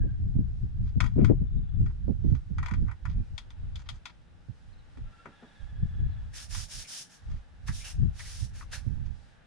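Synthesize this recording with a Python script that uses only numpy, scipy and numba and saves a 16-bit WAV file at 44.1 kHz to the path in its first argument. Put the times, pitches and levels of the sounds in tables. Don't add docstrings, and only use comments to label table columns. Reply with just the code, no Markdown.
import sys
import numpy as np
from scipy import signal
from scipy.fft import rfft, irfft
from scipy.io import wavfile
from scipy.ndimage import uniform_filter1d
from numba import njit

SR = 44100
rng = np.random.default_rng(int(sys.argv[2]) if len(sys.argv) > 2 else 0)


def put_to_file(sound):
    columns = np.atleast_2d(sound).T
    safe = np.clip(columns, -1, 1)
    whole_steps = np.round(safe * 32767)
    wavfile.write(sys.argv[1], SR, whole_steps.astype(np.int16))


N = 417186
T = np.arange(N) / SR


def gain(db):
    return np.exp(np.asarray(db) * np.log(10) / 20)


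def unit(x):
    return x / np.sqrt(np.mean(x ** 2) + 1e-20)


def sides(left_minus_right_db):
    return unit(gain(np.array([[left_minus_right_db], [-left_minus_right_db]]) / 2))


def noise(likeness, size=N):
    shared = np.sqrt(likeness) * rng.standard_normal(size)
    return shared + np.sqrt(1 - likeness) * rng.standard_normal((2, size))


def colour(x, spectrum):
    hz, db = np.transpose(spectrum)
    f = np.fft.rfftfreq(x.shape[-1], 1 / SR) + 1
    curve = gain(np.interp(np.log(f), np.log(hz), db))
    return unit(irfft(rfft(x) * curve, x.shape[-1]))


def ring(x, hz, width_hz):
    return signal.lfilter(*signal.iirpeak(hz, hz / width_hz, fs=SR), x)


def keep_band(x, hz, kind, order=2):
    return signal.sosfilt(signal.butter(order, hz, kind, fs=SR, output="sos"), x)


def wander(turns_per_s):
    knots = np.arange(0, T[-1] + 1, 1 / turns_per_s)
    return np.interp(T, knots, rng.standard_normal(len(knots)))


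def add(out, start_s, sound):
    i = max(int(start_s * SR), 0)
    out[:, i:i + sound.shape[-1]] += sound[..., :N - i]


@njit
def moving_lowpass(x, hz, damping):
    y, band_state, low_state = np.empty(len(x)), 0., 0.
    for i in range(len(x)):
        step = np.tan(np.pi * hz[i] / SR)
        band = (band_state + step * (x[i] - low_state)) / (1 + step * (step + damping))
        y[i] = low_state + step * band
        band_state, low_state = 2 * band - band_state, 2 * y[i] - low_state
    return y


def turbulence(force, damping=1.3):
    edge_hz = np.clip(105 * (force / gain(-21.5) + 0.23) ** 0.26, 40, 700)
    flow = keep_band(rng.standard_normal(N), 24, "high", order=1)
    flow = moving_lowpass(flow, edge_hz, damping)
    flow = moving_lowpass(flow, 1.393 * edge_hz, damping)
    running_size = np.sqrt(uniform_filter1d(flow ** 2, size=2200) + 1e-12)
    return force * flow / running_size


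# time_s, level_db
BREEZE = [(0.0, -31), (0.72, -37.5), (1.3, -32.5), (1.97, -36), (2.8, -44.5), (2.98, -52), (3.12, -34),
          (3.42, -48), (3.75, -39), (4.08, -56.5), (4.9, -51), (5.4, -69), (6.2, -33), (7.0, -91),
          (7.5, -51.5), (8.4, -39), (9.1, -56), (9.46, -62.5)]
# peak_s, level_db, left_minus_right_db, length_s
GUSTS = [(0.004, -19.5, 4, 0.081), (0.324, -27.5, 5.5, 0.49), (0.64, -25.5, 0, 0.051),
         (0.831, -26, 0, 0.15), (1.022, -23, 21, 0.14), (1.286, -20, 13, 0.3), (1.582, -28.5, 2.5, 0.15),
         (1.838, -24, 7, 0.17), (2.126, -28, -26, 0.2), (2.292, -22.5, -7.5, 0.17),
         (2.594, -28, -3.5, 0.17), (2.81, -25, -4.5, 0.18), (3.075, -24, -16, 0.076),
         (3.183, -25.5, -4.5, 0.085), (3.332, -35, 4, 0.063), (3.642, -34.5, 4, 0.13),
         (3.945, -38, -1.5, 0.086), (4.686, -44.5, -18, 0.11), (5.035, -35.5, -2.5, 0.12),
         (5.638, -38.5, -16, 0.06), (5.852, -31.5, 0.5, 0.25), (6.054, -28.5, 1.5, 0.15),
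         (6.565, -34.5, -14, 0.17), (6.785, -40, -10, 0.095), (7.323, -31, -1.5, 0.13),
         (7.73, -34.5, -8, 0.19), (8.032, -23.5, 5.5, 0.14), (8.427, -28, -29, 0.069),
         (8.962, -31.5, -14.5, 0.39), (9.01, -38, 12, 0.08)]


def breeze(flutter_db=2.5, flutter_per_s=18):
    power = np.ones((2, 1)) * gain(np.interp(T, *np.transpose(BREEZE))) ** 2
    for peak_s, db, pan_db, length_s in GUSTS:
        swell = np.exp(-(2 * (T - peak_s) / length_s) ** 2)
        power += (gain(db) * sides(pan_db) * swell) ** 2
    return np.array([turbulence(np.sqrt(p) * gain(flutter_db * wander(flutter_per_s))) for p in power])


# time_s, middle_db, treble_db
GARDEN_LEVELS = [(0, -70, -77), (.8, -71, -78), (1.6, -71, -82), (2.1, -69.5, -78), (2.5, -68, -76),
                 (3.3, -68, -76), (4.3, -68.5, -77), (4.8, -67, -76), (5.3, -63.5, -73), (6.1, -66, -75),
                 (7.3, -65, -72), (8.05, -65, -74), (8.9, -65, -73), (9.46, -65, -74)]
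# pitch_hz, level_db
MURMUR_SPECTRUM = [(210, -52.5), (350, -48), (447, 1), (537, -1.5), (619, 0), (686, -2.5), (816, 2.5),
                   (1030, -6.5), (1190, -2), (1290, -4.5), (1390, -0.5), (1680, -3.5), (2330, -8.5),
                   (2610, -7), (4000, -12.5), (5200, -60), (8800, -120)]
AIR_SPECTRUM = [(1000, -42.5), (2500, -13.5), (3600, -1), (5000, 0), (7000, -6.5), (10000, -10.5),
                (11500, -27), (15000, -47.5)]
TOWN_SPECTRUM = [(25, -8), (50, -8), (80, -7), (115, 0), (170, -1), (260, -7), (400, -16), (700, -32),
                 (1500, -90)]


def garden(town_db=-62, hollow_db=-78):
    times, middle, treble = np.transpose(GARDEN_LEVELS)
    middle_db, treble_db = np.interp(T, times, middle), np.interp(T, times, treble)
    murmur = gain(middle_db + wander(6)) * colour(noise(0.24), MURMUR_SPECTRUM)
    air = gain(treble_db - 1 + 1.5 * wander(8.5)) * colour(noise(0.31), AIR_SPECTRUM)
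    town = gain(town_db + wander(3.9)) * colour(noise(0.14), TOWN_SPECTRUM)
    swell_db = 2 * (middle_db - middle_db.mean()) + 2 * wander(11)
    hollow = unit(ring(ring(noise(0.35), 1675, 260), 1680, 340))
    return murmur + air + town + gain(hollow_db + swell_db) * hollow


# start_s, end_s, first_hz, last_hz, level_db, waver_hz, overtone_db
WHINES = [(-.1, 0.156, 1667, 1600, -64, 60, -24), (5.026, 5.394, 1350, 1363, -67, 5.5, -10),
          (5.098, 6.455, 1672, 1710, -70, 35, -7.5)]


def whines(throb_per_s=16, throb_db=8):
    out = np.zeros((2, N))
    for start_s, end_s, first_hz, last_hz, db, waver_hz, overtone_db in WHINES:
        pitch_hz = np.interp(T, [start_s, end_s], [first_hz, last_hz]) + waver_hz * wander(120)
        phase = 2 * np.pi * np.cumsum(pitch_hz) / SR
        progress = np.clip((T - start_s) / (end_s - start_s), 0, 1)
        swell = np.sqrt(np.abs(np.sin(np.pi * progress)))
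        throb = gain(throb_db * np.sin(2 * np.pi * throb_per_s * T + wander(8)) + 2 * wander(16))
        out += gain(db) * swell * throb * (np.sin(phase) + gain(overtone_db) * np.sin(2 * phase))
    return out


# start_s, left_db, right_db, top_hz
EDDIES = [(.04, -22.5, -47, 233), (.352, -47, -17.5, 188), (.385, -20.5, -18, 192), (.958, -20, -20.5, 175),
          (1.162, -18.5, -20, 255), (1.179, -12.5, -22, 327), (1.215, -13.5, -18, 283),
          (1.296, -10.5, -23, 350), (1.409, -25.5, -24, 201), (1.8, -36, -17, 135),
          (2.08, -27.5, -17.5, 319), (2.243, -33, -18.5, 230), (2.502, -55, -26.5, 184),
          (2.715, -39, -21.5, 176), (2.82, -33, -24.5, 192), (3.195, -29, -33, 176),
          (4.486, -58, -28.5, 128), (4.971, -48, -41.5, 297), (5.825, -18, -31, 143),
          (7.688, -34, -21.5, 128), (8.866, -49, -23, 146), (8.968, -52, -29.5, 170)]


def eddies(rise_s=0.0023, fade_s=0.03, trim_db=-1):
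    out, t = np.zeros((2, N)), np.arange(0, 3 * fade_s, 1 / SR)
    shape = (1 - np.exp(-t / rise_s)) * np.exp(-(t / fade_s) ** 2)
    for start_s, left_db, right_db, top_hz in EDDIES:
        rumble = keep_band(noise(0, SR // 2), top_hz, "low", order=4)
        knock = keep_band(rumble, 55, "high")[:, -len(t):] * shape
        knock *= np.sqrt(np.sum(shape ** 2) / np.sum(knock ** 2, axis=1, keepdims=True))
        add(out, start_s, knock * gain(trim_db + np.array([[left_db], [right_db]])))
    return out


# pitch_hz, width_hz, level_db
BODY_RESONANCES = [(995, 92, 3), (1256, 260, 1.5), (1415, 140, -0.5), (1900, 160, 1), (2232, 230, -1),
                   (3273, 380, -4), (4280, 790, -12.5), (4850, 370, -10), (6090, 320, -7),
                   (9400, 1400, -25)]


def hose_and_casing(contact, direct_db):
    ringing = sum(gain(db) * ring(contact, hz, width_hz) for hz, width_hz, db in BODY_RESONANCES)
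    return gain(direct_db) * contact + ringing


# peak_s, level_db, fade_s, top_hz
CREAKS = [(0.879, -67, 0.037, 6040), (1.074, -68, 0.035, 2520), (1.208, -56, 0.031, 2610),
          (1.298, -53, 0.019, 2370), (1.906, -61.5, 0.012, 2160), (2.319, -68, 0.068, 7000),
          (2.678, -53, .05, 2900), (2.902, -52.5, 0.024, 2180), (3.107, -60, 0.03, 5450),
          (3.805, -59, 0.027, 7700), (3.868, -58, 0.01, 5000), (3.958, -64.5, .025, 8400),
          (4.093, -57.5, 0.023, 4960), (7.331, -64.5, 0.059, 7100), (9.066, -65, 0.017, 6850)]


def creaks(slips_per_s=300, spread_db=4, relax_s=0.008):
    out = np.zeros((2, N))
    for peak_s, db, fade_s, top_hz in CREAKS:
        t = np.arange(-2 * fade_s, 2 * fade_s, 1 / SR)
        jerks = (rng.random(len(t)) < slips_per_s / SR) * gain(spread_db * rng.standard_normal(len(t)))
        grip = 0.77 + signal.lfilter([1], [1, -np.exp(-1 / (relax_s * SR))], jerks)
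        rub = hose_and_casing(noise(0.41, len(t)) * grip, direct_db=-14)
        creak = unit(keep_band(rub, top_hz, "low", order=5)) * np.exp(-(t / fade_s) ** 2)
        add(out, peak_s - 2 * fade_s, gain(db) * creak * sides(1.6))
    return out


# from_hz, to_hz, level_db, extra_db_per_hardness_db
TAP_BANDS = [(614, 845, -16, 0.24), (825, 1500, 0.5, 0.01), (1540, 2120, -3.5, 0), (2800, 4200, -10, 1.28),
             (4840, 9600, -14.5, 0.77)]
# start_s, level_db, hardness_db, left_minus_right_db
TAPS = [(1.003, -29, 2, 5), (1.04, -38, -2.5, 12), (1.061, -46, 2.5, 1), (1.245, -37, 1, 7),
        (1.86, -51.5, -3.5, 14), (2.349, -53, 1, 4), (2.582, -39, -4.5, 5), (2.628, -38, -7, 4),
        (2.659, -40.5, 1.5, 8), (2.683, -38.5, -6.5, 14), (2.71, -41, -4.5, 4), (2.736, -42, -2.5, 13),
        (2.882, -49, -13, 14), (2.912, -45.5, -9.5, 14), (3.053, -40, -6.5, 6), (3.378, -46.5, 14.5, 11),
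        (3.504, -58.5, 10.5, 4), (3.756, -56.5, 18, 2), (3.888, -44.5, 13, 6), (3.897, -62, 21, 10),
        (4.055, -44.5, 10.5, 9), (4.971, -59.5, 1.5, 2), (5.256, -44.5, -12, 9), (5.431, -57, -18, 9),
        (6.38, -60, 18, 7), (6.547, -44.5, 7.5, -5), (7.682, -42, -6, -1), (8.193, -49.5, 5, 0),
        (8.609, -46, -12, -1)]


def taps(trim_db=-6, rise_s=0.0022, crack_s=0.003, ring_s=0.01, echo_s=0.036):
    out, size, lead_s = np.zeros((2, N)), 8192, 256 / SR
    t = np.maximum(np.arange(size) / SR - lead_s, 0)
    f = np.fft.rfftfreq(size, 1 / SR) + 1
    rise = 1 - np.exp(-t / rise_s)
    tail = gain(-9) * np.exp(-t / ring_s) + gain(-27) * np.exp(-t / echo_s)
    from_hz, to_hz, band_db, per_hardness = np.transpose(TAP_BANDS)
    rolloff_db = np.interp(f, [100, 600, 7000, 10000, 11500, 15000], [-24, 0, 0, -4, -15, -24])
    for start_s, db, hardness_db, pan_db in TAPS:
        blow = noise(0.44, size) * np.exp(-t / crack_s) * sides(pan_db)
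        blow += noise(0.22, size) * tail * sides(0.083 * pan_db)
        spectrum = rfft(hose_and_casing(blow * rise * sides(2), direct_db=-25))
        band_sizes = [irfft(spectrum * (f > low) * (f < high))[:, :size // 8].std()
                      for low, high in zip(from_hz, to_hz)]
        boost_db = band_db + hardness_db * per_hardness - 20 * np.log10(band_sizes)
        tone_db = np.interp(np.log(f), np.log(from_hz * to_hz) / 2, boost_db) + rolloff_db
        add(out, start_s - lead_s, irfft(spectrum * gain(tone_db + db + trim_db)))
    return out


# start_s, note_count, spacing_s, pitch_hz, fall_octaves, level_db
BIRD_CALLS = [(1.455, 6, 0.056, 3570, 0.085, -72.5), (3.15, 4, 0.037, 2390, .04, -70),
              (4.73, 2, 0.05, 4080, 0.32, -70), (5.35, 5, 0.06, 3640, 0.136, -69),
              (6.11, 1, 0.091, 4050, 0.3, -69)]


def birds(jitter_hz=600):
    out = np.zeros((2, N))
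    for start_s, notes, spacing_s, hz, fall_octaves, db in BIRD_CALLS:
        progress = np.linspace(0, 1, int(0.68 * spacing_s * SR))
        for k, (detune, louder, late) in enumerate(rng.standard_normal((notes, 3))):
            pitch_hz = hz * 2 ** (fall_octaves * (.5 - progress) + .02 * detune)
            pitch_hz += jitter_hz * rng.standard_normal(len(progress))
            chirp = np.sin(np.pi * progress) * np.sin(2 * np.pi * np.cumsum(pitch_hz) / SR)
            add(out, start_s + spacing_s * (k + .1 * late), gain(db + 2 * louder) * chirp)
    return out


# pitch_hz, width_hz, level_db
PANEL_RESONANCES = [(170, 37, 10), (230, 140, 18), (340, 62, -7), (490, 61, -12)]
# start_s, level_db
BUMPS = [(5.256, -50.5), (5.424, -50.5), (5.446, -70)]


def hand_bumps(decay_s=0.028):
    out, t = np.zeros((2, N)), np.arange(SR // 4) / SR
    for start_s, db in BUMPS:
        push = keep_band(noise(0.97, len(t)) * np.exp(-t / decay_s), 1300, "low")
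        thud = sum(gain(note_db) * ring(push, hz, width) for hz, width, note_db in PANEL_RESONANCES)
        add(out, start_s, gain(db) * thud / thud[:, :len(t) // 8].std())
    return out


# start_s, level_db, pitch_hz, fade_s
CATCHES = [(6.333, -51.5, 1890, 0.018), (6.593, -54, 1310, 0.021), (6.841, -50.5, 2280, 0.032),
           (7.677, -41.5, 1720, 0.034), (7.802, -53.5, 2310, 0.058), (7.842, -48.5, 2770, 0.044),
           (8.198, -44.5, 1930, 0.019), (8.248, -51.5, 2080, 0.023), (8.618, -47.5, 1160, 0.017),
           (8.728, -43, 1700, 0.031)]


def catches(rise_s=0.0038, trim_db=-1):
    out = np.zeros((2, N))
    for start_s, db, hz, fade_s in CATCHES:
        t = np.arange(0, 3 * fade_s, 1 / SR)
        chatter = unit(ring(ring(noise(0.75, len(t)), hz, 300), hz, 650))
        shape = (1 - np.exp(-t / rise_s)) * np.exp(-(t / fade_s) ** 2)
        add(out, start_s, gain(db + trim_db) * chatter * shape)
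    return out


def stroke_speed(start_s, length_s, release_s=0.026, lead_s=0.021, linger_s=0.11):
    before_s, after_s = np.maximum(start_s - T, 0), np.maximum(T - start_s - length_s, 0)
    progress = np.clip((T - start_s) / length_s, 0, 1)
    rise_s = 0.0024 + 0.053 * length_s
    rise = .5 + .5 * np.tanh((T - start_s) / (2 * rise_s))
    arch = gain(2 * (np.sin(np.pi * progress) - 1))
    faint_rub = gain(-21.5) * np.exp(-after_s / linger_s - before_s / lead_s)
    return np.maximum(rise * arch * np.exp(-after_s / release_s), faint_rub)


# pitch_hz, level_db
HISS_SPECTRUM = [(1760, -22.5), (3000, -10.5), (3710, -8.5), (4230, -13), (5450, -2.5), (7840, -11.5),
                 (9700, -8.5), (10200, -11.5), (11400, -24), (14100, -28), (15500, -40)]
RASP_SPECTRUM = [(250, -48), (500, -8), (800, -6), (1150, -6), (1400, -0.5), (1720, 6), (2000, -0.5),
                 (2700, -0.5), (3500, -9), (4500, -1), (7000, -63)]
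# start_s, length_s, hiss_db, rasp_db, first_hz, last_hz
STROKES = [(6.346, 0.09, -45.5, -51.5, 5430, 5200), (6.506, 0.13, -42, -50, 5640, 5300),
           (6.698, .13, -43, -53, 5800, 4350), (6.882, 0.14, -42.5, -54, 5000, 5700),
           (7.09, 0.076, -59, -64, 6000, 6300), (7.671, 0.021, -46.5, -48.5, 6000, 5000),
           (7.725, 0.099, -46.5, -63, 4300, 3300), (7.84, 0.065, -45, -49.5, 2700, 2900),
           (8.177, 0.27, -49, -52.5, 4300, 5000), (8.544, 0.076, -56.5, -56.5, 6500, 6000),
           (8.722, 0.034, -42, -40.5, 4500, 4480)]


def scrapes(rasp_fade_db_per_s=32, glide_db=-7.5, glide_damping=0.28):
    hiss_level, rasp_level, pitch_hz = np.zeros(N), np.zeros(N), np.full(N, SR / 8)
    for start_s, length_s, hiss_db, rasp_db, first_hz, last_hz in STROKES:
        speed, since_s = stroke_speed(start_s, length_s), np.maximum(T - start_s, 0)
        glide_hz = np.interp(T, [start_s, start_s + length_s], [first_hz, last_hz])
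        pitch_hz = np.where(speed * gain(hiss_db) > hiss_level, glide_hz, pitch_hz)
        hiss_level = np.maximum(hiss_level, speed * gain(hiss_db))
        rasp_level = np.maximum(rasp_level, speed * gain(rasp_db - rasp_fade_db_per_s * since_s))
    slips = gain(wander(2500) + 1.27 * wander(98))
    glide = np.array([moving_lowpass(side, pitch_hz, glide_damping) for side in noise(0.54) * slips])
    glide = unit(keep_band(glide, 2500, "high"))
    hiss = colour(noise(0.036) * slips, HISS_SPECTRUM) + gain(glide_db) * glide
    rasp = gain(-1) * colour(noise(0.75) * slips, RASP_SPECTRUM)
    return hiss_level * hiss + rasp_level * rasp


def reflections(x, decay_s, echo_share):
    t = np.arange(SR // 4) / SR
    train = unit(noise(0.87, len(t)) * np.exp(-t / decay_s)) / np.sqrt(len(t))
    echoes = signal.fftconvolve(x, train, axes=1)[:, :N]
    return np.sqrt(1 - echo_share) * x + np.sqrt(echo_share) * echoes


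def widen(x, share=0.19, above_hz=160):
    return x - share * keep_band(x[::-1], above_hz, "high", order=1)


def scene():
    far = reflections(birds() + whines(), decay_s=.04, echo_share=.25)
    under_car = taps() + creaks() + hand_bumps() + scrapes() + catches()
    wind = widen(breeze() + eddies())
    return under_car + wind + garden() + far


def record(dry, top_hz=15400):
    return signal.sosfilt(signal.ellip(8, .2, 70, top_hz, fs=SR, output="sos"), dry)


dry = scene()
out = record(dry)
put_to_file(out)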